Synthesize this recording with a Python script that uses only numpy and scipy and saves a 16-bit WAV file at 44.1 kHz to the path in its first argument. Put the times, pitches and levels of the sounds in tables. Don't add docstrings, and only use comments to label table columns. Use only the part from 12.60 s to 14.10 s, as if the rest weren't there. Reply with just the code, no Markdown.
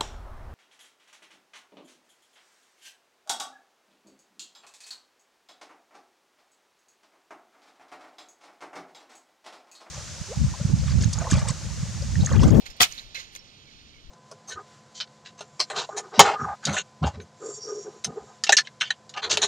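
import sys
import numpy as np
from scipy import signal
from scipy.io import wavfile
from scipy.ndimage import uniform_filter1d

SR = 44100
rng = np.random.default_rng(int(sys.argv[2]) if len(sys.argv) > 2 else 0)


def int16_out(signal):
    q = np.round(np.clip(np.atleast_2d(signal).T, -1, 1) * 32767)
    wavfile.write(sys.argv[1], SR, q.astype(np.int16))


def volts_from_decibels(level):
    exponent = np.asarray(level, float) / 20
    return 10 ** exponent


N = 66150

# time in seconds, level in dB.
TEAR_EFFORT = [(.2, -42), (.2036, -29), (.2043, -22.5), (.232, -15), (.243, -21), (.262, -29.5),
               (.278, -41), (.3, -50.5)]
# frequency in Hz, level in dB per Hz.
SPLINTER_COLOUR = [(350, -24), (700, 3), (1200, -15.5), (2000, 7), (4000, 8), (6500, 7), (8000, -2),
                   (16000, -35.5)]
# start in seconds, level in dB.
FIBRE_FLASHES = [
    (.204, -33.5),
    (.2075, -36),
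    (0.215, -23.5),
    (0.221, -14.5),
    (0.2282, -30.5),
    (0.2465, -30),
]
# time in seconds, level in dB.
BLADE_PUSHES = [
    (0.204, -11),
    (.208, -2.5),
    (0.2137, -6),
    (.2165, -5),
    (0.2207, -16),
    (0.231, -30),
]
# frequency in Hz, level in dB, t60 in seconds.
POLE_MODES = [(110, -24.5, 0.071), (221, -35, .11), (293, -29.5, 0.07), (519, -30.5, 0.061),
              (736.5, -25, 0.11), (1077, -18.5, 0.07), (1221, -12.5, 0.065), (824, -22.5, 0.049),
              (1930, -25, 0.16), (1313, -20, 0.13)]
# time in seconds, peak in dB, pitch in Hz, left minus right in dB.
FIBRE_SNAPS = [(.2042, -5, 3230, 13.5), (.2062, -7.5, 2630, 7.5), (.2079, 4, 4600, 8),
               (.2080, -14, 2190, -11.5), (.2140, -11.5, 2600, 23), (.2148, -6, 6000, 5.5),
               (.2158, 3, 1270, -12.5), (.2165, -9.5, 1900, 0), (.2210, -5, 4400, -4),
               (.2222, -3.5, 5770, -4.5), (.2303, -4.5, 6300, -2), (.2325, -1, 2900, -13),
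               (.2387, -3, 3600, -4.5), (.2443, -9, 3020, -8), (.2410, -12.5, 3600, -4.5)]
# time in seconds, peak in dB, pitch in Hz, left minus right in dB.
WALL_SLIVERS = [(0.2058, -7.0, 3340.0, 13.0), (0.206, -16.0, 2580.0, -19.0), (0.2062, -16.0, 3940.0, 9.0),
                (0.2064, -14.0, 1940.0, -3.0), (0.2068, -18.0, 4820.0, 0.0), (0.2082, -17.0, 1140.0, 3.0),
                (0.212, -16.0, 3980.0, 13.0), (0.2122, -16.0, 2020.0, -3.0), (0.2135, -16.0, 6630.0, -4.0),
                (0.2144, -13.0, 1420.0, -3.0), (0.2149, -15.0, 5340.0, -15.0),
                (0.2153, -15.0, 3120.0, -3.0), (0.2162, -17.0, 3700.0, -5.0), (0.2198, -16.0, 5320.0, -4.0),
                (0.2198, -15.0, 4370.0, 2.0), (0.22, -17.0, 5770.0, -5.0), (0.2204, -17.0, 6350.0, -3.0),
                (0.2205, -17.0, 3120.0, -18.0), (0.2218, -18.0, 7110.0, -13.0),
                (0.2251, -14.0, 3190.0, -19.0), (0.226, -18.0, 1310.0, -37.0),
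                (0.2273, -18.0, 6630.0, -19.0), (0.2294, -16.0, 5360.0, 2.0), (0.23, -16.0, 2450.0, -4.0),
                (0.23, -14.0, 6160.0, -7.0), (0.2303, -17.0, 7260.0, 2.0), (0.2311, -18.0, 4720.0, -12.0),
                (0.2311, -12.0, 3060.0, -7.0), (0.2318, -18.0, 3940.0, 0.0), (0.2383, -15.0, 3700.0, -4.0),
                (0.2395, -17, 3500, -4)]
# time in seconds, peak in dB, pitch in Hz, left minus right in dB.
CHIP_TICKS = [(.0642, -35.5, 3820, -22), (.1733, -47.5, 4100, -28), (.2, -36, 3902, 8),
              (.3232, -25.5, 6300, -17), (.3255, -31.5, 6360, -15), (.3788, -25, 4030, -8),
              (.3808, -29, 3880, -12), (.3853, -29.5, 3860, -8), (.3883, -31, 3600, 15),
              (.3942, -36.5, 3800, -31), (.3962, -25.5, 4270, 0), (.5523, -35, 2064, -6),
              (.5558, -31.5, 2150, -19), (.7518, -32.5, 3600, 12), (.7522, -34.5, 6370, 16),
              (.7617, -26, 6260, 6.5), (.7638, -30.5, 6350, -11)]
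# start in seconds, attack in seconds, body in dB,
# t60 in seconds, fizz in dB.
SCRAPE_STROKES = [(-.02, 0.011, -84.5, 0.25, -49.5), (0.052, 0.013, -35, 0.11, -44.5),
                  (0.098, 0.0028, -43.5, 0.12, -49), (0.165, 0.0012, -62, 0.076, -50),
                  (.25, 0.014, -53, 0.61, -43.5), (.3, 0.016, -42, 0.48, -56),
                  (0.365, 0.018, -43, 0.21, -63), (0.544, 0.0025, -33.5, 0.41, -45.5),
                  (0.581, 0.021, -40.5, 0.093, -59.5), (0.711, 0.029, -52, 0.12, -57.5),
                  (0.749, 0.0012, -40.5, 0.077, -40.5), (0.759, 0.00055, -41.5, 0.071, -41.5)]
# frequency in Hz, width in Hz, level in dB.
SCRAPE_MODES = [(2083, 440, -3.5), (2840, 510, 0), (4100, 370, 3), (6530, 510, 0.5), (1700, 350, -6)]
# time in seconds, frequency in Hz, level in dB, t60 in seconds.
METAL_CHINKS = [(.064, 2154, -40.5, 0.044), (.1, 5300, -39, 0.085), (.105, 7120, -47, 0.024),
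                (.548, 2600, -31.5, 0.16), (.568, 2130, -36, 0.091), (0.79, 5500, -38, 0.056),
                (.575, 520, -52, 0.12), (.308, 3000, -38.5, 0.063), (1.075, 2300, -49.5, 0.046),
                (1.087, 2200, -48.5, 0.045), (1.338, 2250, -49, 0.096), (1.36, 2180, -52, 0.057),
                (1.38, 2170, -53, 0.063), (.7612, 2100, -34, 0.015)]
# time in seconds, peak in dB, pitch in Hz, left minus right in dB.
METAL_RATTLE = [(0.548, -36, 4150, -10), (0.5512, -33.0, 2500.0, -11.0), (0.5525, -31.0, 4110.0, -12.0),
                (0.5527, -39.0, 3490.0, -7.0), (0.5563, -38.0, 6030.0, -15.0),
                (0.5569, -36.0, 2950.0, -12.0), (0.561, -30.0, 4090.0, -12.0),
                (0.5623, -36.0, 2890.0, -13.0), (0.563, -34.0, 2500.0, -10.0),
                (0.5663, -34.0, 2200.0, -11.0), (0.5668, -38.0, 1640.0, -2.0),
                (0.5732, -39.0, 3510.0, -14.0), (0.5745, -34.0, 2130.0, -10.0),
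                (0.5815, -39.0, 4030.0, -19.0), (0.6106, -39.0, 2930.0, -14.0)]
# time in seconds, level in dB.
HISS_LEVEL = [(0, -50.5), (.15, -53), (.26, -46), (.45, -52.5), (.66, -54.5), (.98, -54.5), (1.05, -55.5),
              (1.1, -53.5), (1.24, -55), (1.3, -55.5), (1.5, -58)]
# frequency in Hz, level in dB.
HISS_SPECTRUM = [(900, -24.5), (1700, -5.5), (2200, -3), (3000, 1.5), (3900, 3.5), (5200, -2.5),
                 (6800, -4.5), (16000, -37)]
# frequency in Hz, level in dB.
RUMBLE_SPECTRUM = [(28, -10.5), (90, 2.5), (240, -3.5), (700, -15.5), (1500, -16), (4000, -45), (8000, -34),
                   (16000, -45.5)]
# time in seconds, level in dB.
WIND_GUST = [(0, -57.5), (.07, -55.5), (.11, -43), (.15, -65), (.25, -58), (.3, -53), (.43, -62),
             (.46, -45), (.495, -59.5), (.75, -60.5), (1.0, -71), (1.1, -64), (1.42, -60.5), (1.5, -43)]

PORT_LAG_S = 0.00044


def rms_one(x):
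    return x / np.sqrt(np.mean(x ** 2) + 1e-20)


def in_time(rows):
    return np.interp(np.arange(N) / SR, *np.transpose(rows))


def at_hz(points, hz):
    points_hz, points_db = np.transpose(points)
    return np.interp(np.log(hz), np.log(points_hz), points_db)


def above(x, hz):
    return signal.sosfilt(signal.butter(2, hz, "high", fs=SR, output="sos"), x)


def swell(start_s, rise_s, t60_s):
    t = np.arange(N) / SR - start_s
    return np.clip(t / rise_s, 0, 1) * volts_from_decibels(-60 * np.clip(t - rise_s, 0, 9) / t60_s)


def drift(rate_hz):
    r = np.exp(-80 * np.pi * rate_hz / SR)
    slow = signal.lfilter([1], [1, -2 * r, r * r], rng.standard_normal(N // 40 + 2002))[2000:]
    return np.interp(np.arange(N) / 40, np.arange(len(slow)), rms_one(slow))


def ring(strikes, hz, t60_s):
    r, w = volts_from_decibels(-60 / (t60_s * SR)), 2 * np.pi * hz / SR
    return signal.lfilter([0, np.sin(w)], [1, -2 * r * np.cos(w), r * r], strikes + 1e-18)


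def grains(rate_per_s, spread_db):
    sizes = volts_from_decibels(spread_db * np.minimum(rng.exponential(1, (3, N)), 4))
    sizes = sizes * rng.choice([-1, 1], (3, N))
    return sizes * (rng.random((3, N)) < rate_per_s / SR)


def bands(spectrum, patchy_db):
    out = 0
    edges_hz = 28 * 2 ** np.arange(0, 9.4, 1 / 3)
    white = rng.standard_normal((2, 3, N + 4000))
    for k, (low, high) in enumerate(zip(edges_hz, edges_hz[1:])):
        if high > spectrum[0][0]:
            gain = volts_from_decibels(at_hz(spectrum, np.sqrt(low * high)) + patchy_db * drift(25))
            sos = signal.butter(2, [low, high], "band", fs=SR, output="sos")
            out = out + gain * signal.sosfilt(sos, white[k % 2])[:, 4000:]
    return rms_one(out)


def pair(x, hz, alike):
    low = signal.lfilter(*signal.butter(1, hz, fs=SR), x)
    return np.sqrt(alike) * low[0] + np.sqrt(1 - alike) * low[1:] + (x - low)[1:]


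def from_right(x):
    shadow_hz, shadow_db, scatter_db = 1110, -34, -19
    late = np.interp(np.arange(N) - PORT_LAG_S * SR, np.arange(N), x[0])
    low = signal.lfilter(*signal.butter(1, shadow_hz, fs=SR), x[0])
    left = low + volts_from_decibels(shadow_db) * (x[0] - low) + volts_from_decibels(scatter_db) * x[1]
    return np.array([left, late])


def tear():
    splinters_per_s, spread_db, ring_cycles, dulling_db_per_s = 13000, 3, 15.1, 119
    train, dealt = grains(splinters_per_s, spread_db), rng.integers(0, 24, (3, N))
    t = np.arange(N) / SR
    since_s, out = np.clip(t - 0.235, 0, 1), 0
    for k, hz in enumerate(np.geomspace(350, 15000, 24)):
        dull = volts_from_decibels(-dulling_db_per_s * since_s * np.log2(hz / 2000))
        tone = ring(train * (dealt == k), hz, ring_cycles / hz)
        out = out + volts_from_decibels(at_hz(SPLINTER_COLOUR, hz)) * hz * dull * tone
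    start_s, end_s = TEAR_EFFORT[0][0], TEAR_EFFORT[-1][0]
    out = out / np.std(out[:, :int(start_s * SR)])
    inside = (t > start_s) * volts_from_decibels(-300 * np.clip(t - end_s, 0, 1))
    return above(volts_from_decibels(in_time(TEAR_EFFORT)) * inside * pair(out, 915, 0.59), 930)


def flashes():
    force = sum(volts_from_decibels(db) * swell(s, 0.00038, t60_s=0.032) for s, db in FIBRE_FLASHES)
    return force * rms_one(above(grains(12000, 1.0)[1:], 6600))


def pole():
    push_s, push_db = np.transpose(BLADE_PUSHES)
    out = 0
    for hz, level_db, t60_s in POLE_MODES:
        hits = np.zeros(N)
        hits[(push_s * SR).astype(int)] = volts_from_decibels(push_db + level_db + rng.normal(0, 5.5, len(push_s)))
        soft_hits = signal.lfilter([0.1], [1, -0.9], hits)
        out = out + ring(soft_hits, hz, t60_s)
    out = above(above(out, 70), 60)
    return np.array([np.roll(out, -8) * volts_from_decibels(-0.3), out])


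def clicks(rows, cycles, trim_db, edge_db):
    out, draws = np.zeros((2, N + SR)), rng.standard_normal((len(rows), 2, 400))
    t = np.arange(400) / SR
    for (s, db, hz, pan_db), draw in zip(rows, draws):
        age = t * hz / cycles
        envelope = np.e * age * np.exp(-age)
        for side, sign in enumerate((1, -1)):
            port_hz = hz * (1 + 0.014 * draw[side, 1])
            tone = envelope * np.sin(2 * np.pi * port_hz * t + draw[0, 0])
            tone = tone + volts_from_decibels(edge_db) * above(draw[side] * np.exp(-t / 0.0008), 1300)
            i = int((s + side * PORT_LAG_S) * SR)
            out[side, i:i + len(t)] += volts_from_decibels(db + trim_db + sign * pan_db / 2) * tone
    return out[:, :N]


def rings(rows, rise_s, trim_db):
    out, phases = np.zeros((2, N + SR)), rng.uniform(0, 2 * np.pi, len(rows))
    t = np.arange(900) / SR
    envelope = np.e * t / rise_s * np.exp(-t / rise_s)
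    for (s, db, hz, pan_db), phase in zip(rows, phases):
        tone = envelope * np.sin(2 * np.pi * hz * t + phase)
        shares = volts_from_decibels([pan_db / 2, -pan_db / 2])
        shares = shares / np.hypot(*shares)
        for side, share in enumerate(shares):
            i = int((s + side * PORT_LAG_S) * SR)
            out[side, i:i + len(t)] += volts_from_decibels(db + trim_db) * share * tone
    return out[:, :N]


def scrape():
    grit = grains(rate_per_s=7300, spread_db=2)
    body = 0
    for k, (hz, width_hz, db) in enumerate(SCRAPE_MODES):
        body = body + (-1) ** k * volts_from_decibels(db) * rms_one(ring(grit, hz, 1.54 / width_hz))
    body = rms_one(above(body, 900))
    body = signal.sosfilt(signal.butter(4, 7600, fs=SR, output="sos"), body)
    fizz = rms_one(above(signal.lfilter([1], [1, -0.6], grains(20000, 1.6)), 7350))
    out = 0
    for s, rise_s, db, t60_s, fizz_db in SCRAPE_STROKES:
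        out = out + volts_from_decibels(db) * swell(s, rise_s, t60_s) * body
        out = out + volts_from_decibels(fizz_db) * swell(s, rise_s, 0.77 * t60_s) * fizz
    return out


def chinks():
    out, draws = np.zeros((3, N)), rng.standard_normal((len(METAL_CHINKS), 3, 120))
    for (s, hz, db, t60_s), draw in zip(METAL_CHINKS, draws):
        burst, i = np.zeros((3, N)), int(s * SR)
        burst[:, i:i + 120] = draw * np.hanning(120)
        tone = ring(ring(burst, hz, t60_s), hz, 0.0048)
        out += volts_from_decibels(db) * tone / abs(tone).max(axis=1, keepdims=True)
    return out


def hiss():
    tinkles_per_s, tinkle_cycles, tinkle_db = 1800, 160, -8
    shelf_hz, shelf_db = 7010, -6
    train, dealt = grains(tinkles_per_s, 1.5), rng.integers(0, 30, (3, N))
    tinkle = 0
    for k, hz in enumerate(np.geomspace(2050, 6800, 30)):
        tone = ring(train * (dealt == k), hz, tinkle_cycles / hz)
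        tinkle = tinkle + volts_from_decibels(at_hz(HISS_SPECTRUM, hz)) * hz * tone
    both = bands(HISS_SPECTRUM, patchy_db=1.3) + volts_from_decibels(tinkle_db) * rms_one(tinkle)
    both = signal.sosfilt(signal.cheby2(6, -shelf_db, shelf_hz, fs=SR, output="sos"), both)
    return volts_from_decibels(in_time(HISS_LEVEL) + 3) * both


def wind():
    sos = signal.butter(3, [12, 55], "band", fs=SR, output="sos")
    low = signal.sosfilt(sos, rng.standard_normal((2, N + SR)))[:, SR:]
    low = low / np.sqrt(uniform_filter1d(low ** 2, size=2500) + 1e-12)
    lumps = volts_from_decibels(in_time(WIND_GUST) + 2.0 * np.array([drift(14.6), drift(15)]))
    lumps = uniform_filter1d(lumps, size=600)
    left_db, right_db = 4.0, -9
    return low * lumps * volts_from_decibels([[left_db], [right_db]])


def rumble():
    return volts_from_decibels(-59) * pair(bands(RUMBLE_SPECTRUM, patchy_db=-0.5), 800, alike=0.79)


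def echo():
    sos = signal.butter(2, (426, 899), "band", fs=SR, output="sos")
    noise = rms_one(signal.sosfilt(sos, rng.standard_normal((3, N))))
    return volts_from_decibels(-60) * swell(-0.02, 0.01, t60_s=3.7) * pair(noise, 1500, alike=0.7)


def scene():
    snaps = clicks(FIBRE_SNAPS, cycles=0.53, trim_db=-9.5, edge_db=-4.5)
    slivers = rings(WALL_SLIVERS, rise_s=0.0013, trim_db=3)
    chop = tear() + flashes() + pole() + snaps + slivers
    ticks = clicks(CHIP_TICKS, cycles=2.4, trim_db=-5, edge_db=-27)
    rattle = rings(METAL_RATTLE, rise_s=0.0016, trim_db=1)
    right = from_right(scrape() + chinks() + hiss())
    return chop + ticks + right + rattle + wind() + rumble() + echo()


def top_cut(x):
    return signal.sosfilt(signal.butter(12, 16800, fs=SR, output="sos"), x)


def record(dry):
    rounded = 0.9 * np.tanh(dry / 0.9)
    mix = signal.sosfilt(signal.cheby2(14, 32, 15900, fs=SR, output="sos"), rounded)
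    return top_cut(mix)


dry = scene()
out = record(dry)
int16_out(out)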